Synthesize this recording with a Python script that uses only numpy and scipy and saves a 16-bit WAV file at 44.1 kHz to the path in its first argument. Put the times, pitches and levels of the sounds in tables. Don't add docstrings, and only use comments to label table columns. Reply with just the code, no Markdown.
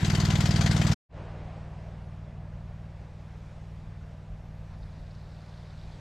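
import sys
import numpy as np
from scipy import signal
from scipy.fft import rfft, irfft, next_fast_len
from scipy.io import wavfile
from scipy.ndimage import uniform_filter1d, map_coordinates

SR = 44100
rng = np.random.default_rng(int(sys.argv[2]) if len(sys.argv) > 2 else 0)


def master_out(mix):
    frames = np.transpose(np.atleast_2d(mix))
    ceiling = np.clip(frames, -1, 1)
    pcm = np.round(ceiling * 32767).astype(np.int16)
    wavfile.write(sys.argv[1], SR, pcm)


def makeup_ratio(level_db):
    decades = np.asarray(level_db, float) / 20
    return 10 ** decades


N = 264952

# frequency_hz, likeness (0-1)
ALIKE = [(60, 0.99), (180, 0.97), (520, 0.97), (1520, 0.75), (4470, 0.8), (13200, 0.16)]
FAR_SHOT_S = 1.088


def unit(x):
    return x / np.sqrt(np.mean(x ** 2) + 1e-20)


def along(points, hz):
    f, v = np.transpose(points)
    return np.interp(np.log(hz + 1), np.log(f + 1), v)


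def wobble(rate):
    knots = rng.standard_normal(int(N * rate / SR) + 4)
    return map_coordinates(knots, [np.arange(N) * rate / SR])


def filtered(x, response):
    m = next_fast_len(N + SR // 2)
    return irfft(rfft(x, m) * response(np.fft.rfftfreq(m, 1 / SR)), m)[..., :N]


def modes(table, f):
    total = 0
    for k, (centre, width, db) in enumerate(table):
        damping = 1j * f * width
        total = total + (-1) ** k * makeup_ratio(db) * damping / (centre * centre - f * f + damping + 1e-9)
    return total


def rush(spectrum, alike, patchy_db):
    z = signal.stft(rng.standard_normal((2, N)), nperseg=512)[2]
    field = uniform_filter1d(rng.standard_normal(z.shape[1:]), size=5, axis=0)
    field = uniform_filter1d(field, size=8, axis=1)
    pair = signal.istft(z * makeup_ratio(patchy_db * unit(field)), nperseg=512)[1][:, :N]

    def mid_side(hz):
        turn = np.arccos(np.clip(along(alike, hz), -1, 1)) / 2
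        return makeup_ratio(along(spectrum, hz)) * [np.cos(turn), np.sin(turn)]

    mid, side = filtered(pair, mid_side)
    return unit(np.array([mid + side, mid - side]))


def turning(speed, phase):
    s, rate = np.transpose(speed)
    return np.transpose([s, phase + np.cumsum(np.r_[0, rate[:-1] * np.diff(s)])])


def beats(turns, place, db, scatter_db, jitter_s):
    s, done = np.transpose(turns)
    cycles = np.arange(np.ceil(done[0] - place), done[-1] - place) + place
    chance = rng.standard_normal((len(cycles), 2))
    at = np.round((np.interp(cycles, done, s) + jitter_s * chance[:, 0]) * SR).astype(int)
    return np.bincount(at.clip(0, N), makeup_ratio(db + scatter_db * chance[:, 1]), N + 1)[:N]


def thump(turns, strokes, pipe, scatter_db, jitter_s, low_hz, top_hz):
    pulls = -sum(beats(turns, place, db, scatter_db, jitter_s) for place, db in strokes)

    def response(f):
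        highpass = f ** 4 / (f ** 4 + low_hz ** 4)
        return modes(pipe, f) * highpass / np.sqrt(1 + (f / top_hz) ** 16)

    running_s = turns[-1][0] - turns[0][0]
    return unit(filtered(pulls, response)) * np.sqrt(running_s * SR / N)


def wind():
    # time_s, strength_db
    treetops = [(1.2, 1), (1.75, .7), (2.4, -3.3), (2.8, -2), (3.5, 1.2), (4.4, -1.7), (5.3, 1.5), (6, 4)]
    # frequency_hz, level_db (per Hz)
    buffet_air = [(3, -32.5), (12, -4), (30, 4), (70, 1), (110, -7), (200, -14), (260, -21), (500, -51),
                  (1500, -100)]
    sough_air = [(60, -80), (150, -30), (260, -3.5), (420, -4.5), (620, -.5), (850, -5.5), (1200, -14),
                 (2000, -53), (5000, -100)]
    needle_air = [(200, -80), (500, -38), (900, -1), (1500, 0.5), (2500, -4.5), (3500, -11), (5000, -20.5),
                  (8000, -49), (12000, -100)]
    hiss_air = [(900, -80), (2000, -29), (3500, -1), (5500, -1.5), (8000, -8.5), (10000, -16), (11500, -32),
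                (14000, -70)]
    top_air = [(5000, -80), (8000, -25), (10000, -6), (12500, -4), (13800, -16), (14800, -40),
               (16000, -100)]
    # frequency_hz, likeness (0-1)
    centre = [(30, 1.0), (100, 1.0), (400, 1.0), (5000, 1.0), (9000, 1.0), (13000, 0.35)]
    t = np.arange(N) / SR
    passing_db = 10 * np.exp(-np.maximum(t - 1.34, 0) / 0.62)
    breeze_db = np.interp(t, *np.transpose(treetops))
    gust = 0.51 * wobble(7)
    buffet_db = -49 + .15 * passing_db + 1.9 * wobble(4.16)
    sough_db = -58 + 1.01 * passing_db + gust
    needles_db = -63.3 + .65 * passing_db + .45 * breeze_db + gust
    hiss_db = -72.5 + .05 * passing_db + 1.01 * breeze_db + gust
    top_db = -88.5 - 1.8 * passing_db + .15 * breeze_db + 1.1 * wobble(8)
    air = makeup_ratio(buffet_db) * rush(buffet_air, centre, patchy_db=2.0)
    air += makeup_ratio(sough_db) * rush(sough_air, centre, patchy_db=1.0)
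    air += makeup_ratio(needles_db) * rush(needle_air, centre, patchy_db=1.1)
    air += makeup_ratio(hiss_db) * rush(hiss_air, centre, patchy_db=-1.3)
    air += makeup_ratio(top_db) * rush(top_air, centre, patchy_db=2.0)
    return air


def ticks(s, db, hz, cycles):
    t = np.arange(400) / SR
    pitch = hz[:, None]
    envelope = np.exp(-t * pitch / cycles) * np.minimum(t * pitch / 2, 1)
    grain = makeup_ratio(db)[:, None] * np.sin(2 * np.pi * pitch * t) * envelope
    at = np.round(s * SR).astype(int)[:, None] + np.arange(400)
    return np.bincount(at.ravel(), grain.ravel(), N + SR)[:N]


def leaves(count=9000):
    # start_s, peak_db, pitch_hz
    nearest = [(4.9273, -55, 4250), (5.026, -58, 4520), (5.0785, -49, 4000), (5.1753, -57, 3940),
               (5.2147, -47, 4200), (5.2531, -53, 4050), (5.282, -60, 3820), (5.3718, -54, 4250),
               (5.3977, -55, 4400), (5.525, -52, 4220), (5.5848, -53, 4660), (5.6217, -58, 3900),
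               (5.6477, -63, 3700), (5.7085, -46, 3660), (5.7749, -50, 3750), (5.814, -42, 3910)]
    when, size, colour = rng.random((count, 3)).T
    pitch_hz = 3600 + 1500 * colour - 2500 * np.maximum(when - .88, 0)
    bed = ticks(when * N / SR, 8 * size ** 3, pitch_hz, cycles=3)
    clear = makeup_ratio(1.5) * ticks(*np.transpose(nearest), cycles=2.5)
    swell = 1 - np.exp(-np.maximum(np.arange(N) / SR - 4.3, 0) / 0.45)
    return swell ** 2 * makeup_ratio(-67.5 + 2.2 * wobble(90)) * unit(bed) + clear


def bird():
    # start_s, length_s, first_hz, last_hz, level_db
    whistles = [
        (1.43, .17, 9600, 11200, -91),
        (1.67, .08, 11200, 11250, -86),
        (1.78, .14, 12000, 12000, -90),
        (1.96, .22, 10750, 8900, -85),
        (4.44, .26, 11900, 11400, -90),
        (4.76, .16, 11000, 9500, -89),
    ]
    bend = 1.8
    song = np.zeros(N)
    for s, length, first_hz, last_hz, db in whistles:
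        u = np.clip((np.arange(N) / SR - s) / length, 0, 1)
        curve = bend if last_hz < first_hz else 1 / bend
        hz = first_hz + (last_hz - first_hz) * u ** curve + 110 * wobble(90)
        ends = np.minimum(np.minimum(u, 1 - u) * length / .02, 1)
        song += ends * makeup_ratio(db - 1 + 3 * wobble(28)) * np.sin(2 * np.pi * np.cumsum(hz) / SR)
    return song


def far_pump():
    # place_in_cycle (0-1), level_db
    strokes = [
        (-0.019, 0.1),
        (0.337, -0.3),
        (0.758, -6.7),
    ]
    # centre_hz, width_hz, level_db
    pipe = [(31, 300, -8.2), (160, 117, 0.8), (140, 12, 0.0), (210, 20, -13.4), (186, 69, -2.6)]
    # start_s, cycles_per_s
    speed = [(1, 19.466), (2.053, 19.402), (2.827, 19.596), (3.213, 19.432), (4.373, 19.334),
             (5.533, 19.39), (6.1, 19.39)]
    turns = turning(speed, phase=-.903)
    body = thump(turns, strokes, pipe, scatter_db=.9, jitter_s=.0002, low_hz=35, top_hz=230)
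    level_db = -41.3 - .8 * (np.arange(N) / SR - FAR_SHOT_S)
    return makeup_ratio(level_db + 1.2 + .5 * wobble(4)) * body


def valve_puffs(turns):
    # place_in_cycle (0-1), level_db, t60_s
    openings = [
        (.29, 0, .055),
        (.29, -7, .16),
        (.93, -12, .04),
        (.55, -17, .05),
    ]
    # frequency_hz, level_db (per Hz)
    jet = [(200, -60), (500, -16.5), (900, -8.5), (1500, 0), (2700, -3), (4700, -0.5), (7600, -6.5),
           (10200, -23), (11900, -20.5), (13000, -23.5), (14300, -29.5), (15500, -90)]
    t = np.arange(SR // 4) / SR
    gate = np.zeros(N)
    for place, db, t60 in openings:
        puff = makeup_ratio(-60 * t / t60) * (1 - np.exp(-t / 0.0018))
        gate += signal.fftconvolve(beats(turns, place, db, scatter_db=1.2, jitter_s=.0005), puff)[:N]
    return gate * rush(jet, ALIKE, patchy_db=2.6)


def flowing_water():
    # frequency_hz, level_db (per Hz)
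    water = [(150, -50), (280, -9), (500, -10), (900, -10.5), (2000, -16), (5000, -19.5), (7600, -22.5),
             (10200, -37), (12000, -36), (14300, -54.5), (15500, -100)]
    return makeup_ratio(-10) * rush(water, ALIKE, patchy_db=1.6)


def tappets(turns):
    # frequency_hz, level_db (per Hz)
    metal = [(5000, -50), (9000, -9.5), (11500, -1), (14300, -7), (15500, -70)]
    t = np.arange(SR // 4) / SR
    taps = sum(beats(turns, place, db, scatter_db=5.5, jitter_s=0.00078)
               for place, db in [(0.85, -1), (.73, -7.5)])
    bursts = signal.fftconvolve(taps, makeup_ratio(-60 * t / 0.013))[:N]
    return makeup_ratio(-18) * bursts * rush(metal, [(9000, 0.28)], patchy_db=2.0)


def rattling_casing(turns, blows, early):
    # centre_hz, width_hz, level_db
    shell = [(730, 35, -3.5), (1004, 14, -0.5), (1470, 250, -7), (2010, 170, -2.5), (3120, 150, -5.5),
             (4660, 150, -8), (5150, 46, -16), (6600, 160, -7), (8000, 69, -11.5), (12000, 660, -28.5)]
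    # centre_hz, width_hz, level_db
    knock_modes = [(460, 160, -7), (690, 52, 1.5), (783, 34, -2.5), (968, 20, -0.5), (1257, 20, -9.5)]
    # frequency_hz, gain_db
    mic_top = [(100, 0.5), (12500, 0), (12800, -8), (14300, -10), (15000, -30.5)]
    # frequency_hz, left_minus_right_db
    lean = [(60, -3), (150, 2), (360, 6), (890, 5.5), (2180, 9.5), (5360, 3), (9000, 4), (13200, 13)]
    air = (valve_puffs(turns) + flowing_water()) * makeup_ratio(1.3 * wobble(250))
    air += tappets(turns)
    air = filtered(air, lambda f: 1 + makeup_ratio(-0.5) * np.abs(modes(shell, f)))
    knock = unit(filtered(blows, lambda f: modes(knock_modes, f)))
    knock_db = -10 - 9 * early
    casing = air / air[:, :SR].std() + makeup_ratio(knock_db - 4.5) * knock
    casing = filtered(casing, lambda f: makeup_ratio(along(mic_top, f) + along(lean, f) * [[.5], [-.5]]))
    return casing / casing[:, :SR].mean(axis=0).std()


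def near_pump():
    # place_in_cycle (0-1), level_db
    strokes = [
        (-0.061, -0.1),
        (0.325, -7.0),
        (0.707, -14.2),
    ]
    # centre_hz, width_hz, level_db
    pipe = [(34, 12, -9.2), (114, 57, -3.5), (174, 77, -6.1), (216, 12, -7.5), (312, 10, -26.5),
            (372, 14, -34)]
    # frequency_hz, level_db (per Hz)
    churning = [(8, -41), (20, -15), (45, -8.5), (85, -2), (135, -1.5), (195, -4), (240, -9.5), (320, -17),
                (500, -29.5), (1100, -100)]
    # start_s, cycles_per_s
    speed = [(0, 19.535), (1, 19.535)]
    turns = turning(speed, phase=-.612 - 1)
    early = np.exp(-(np.arange(N) / SR / .38) ** 2)
    blows = sum(beats(turns, place, db, scatter_db=1.2, jitter_s=.0001)
                for place, db in [(.3, 0), (.93, -3)])
    body = thump(turns, strokes, pipe, scatter_db=.4, jitter_s=.00008, low_hz=24, top_hz=420)
    churn = makeup_ratio(-16.5) * rush(churning, [(30, .1), (100, .85)], patchy_db=1.5)
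    sump = unit(filtered(blows, lambda f: modes([(385, 70, 0)], f) ** 2))
    thump_db = -23.9 - 1.9 * early
    casing_db = -33.6 - .4 * early
    pump = makeup_ratio(thump_db + 1.73) * (body + churn)
    pump += makeup_ratio(-66 + 12 * early) * sump
    return pump + makeup_ratio(casing_db - 0.99) * rattling_casing(turns, blows, early)


def scene():
    t = np.arange(N) / SR
    near = np.clip(1 - (t - .932) / .013, 0, 1)
    far = np.clip((t - FAR_SHOT_S) / .082, 0, 1)
    distance = wind() + leaves() + bird() + far_pump()
    return far ** 1.33 * distance + near * near_pump()


def band_limit(x):
    return signal.sosfilt(signal.butter(12, 14600, fs=SR, output="sos"), x)


def record(dry):
    return band_limit(dry)


dry = scene()
out = record(dry)
master_out(out)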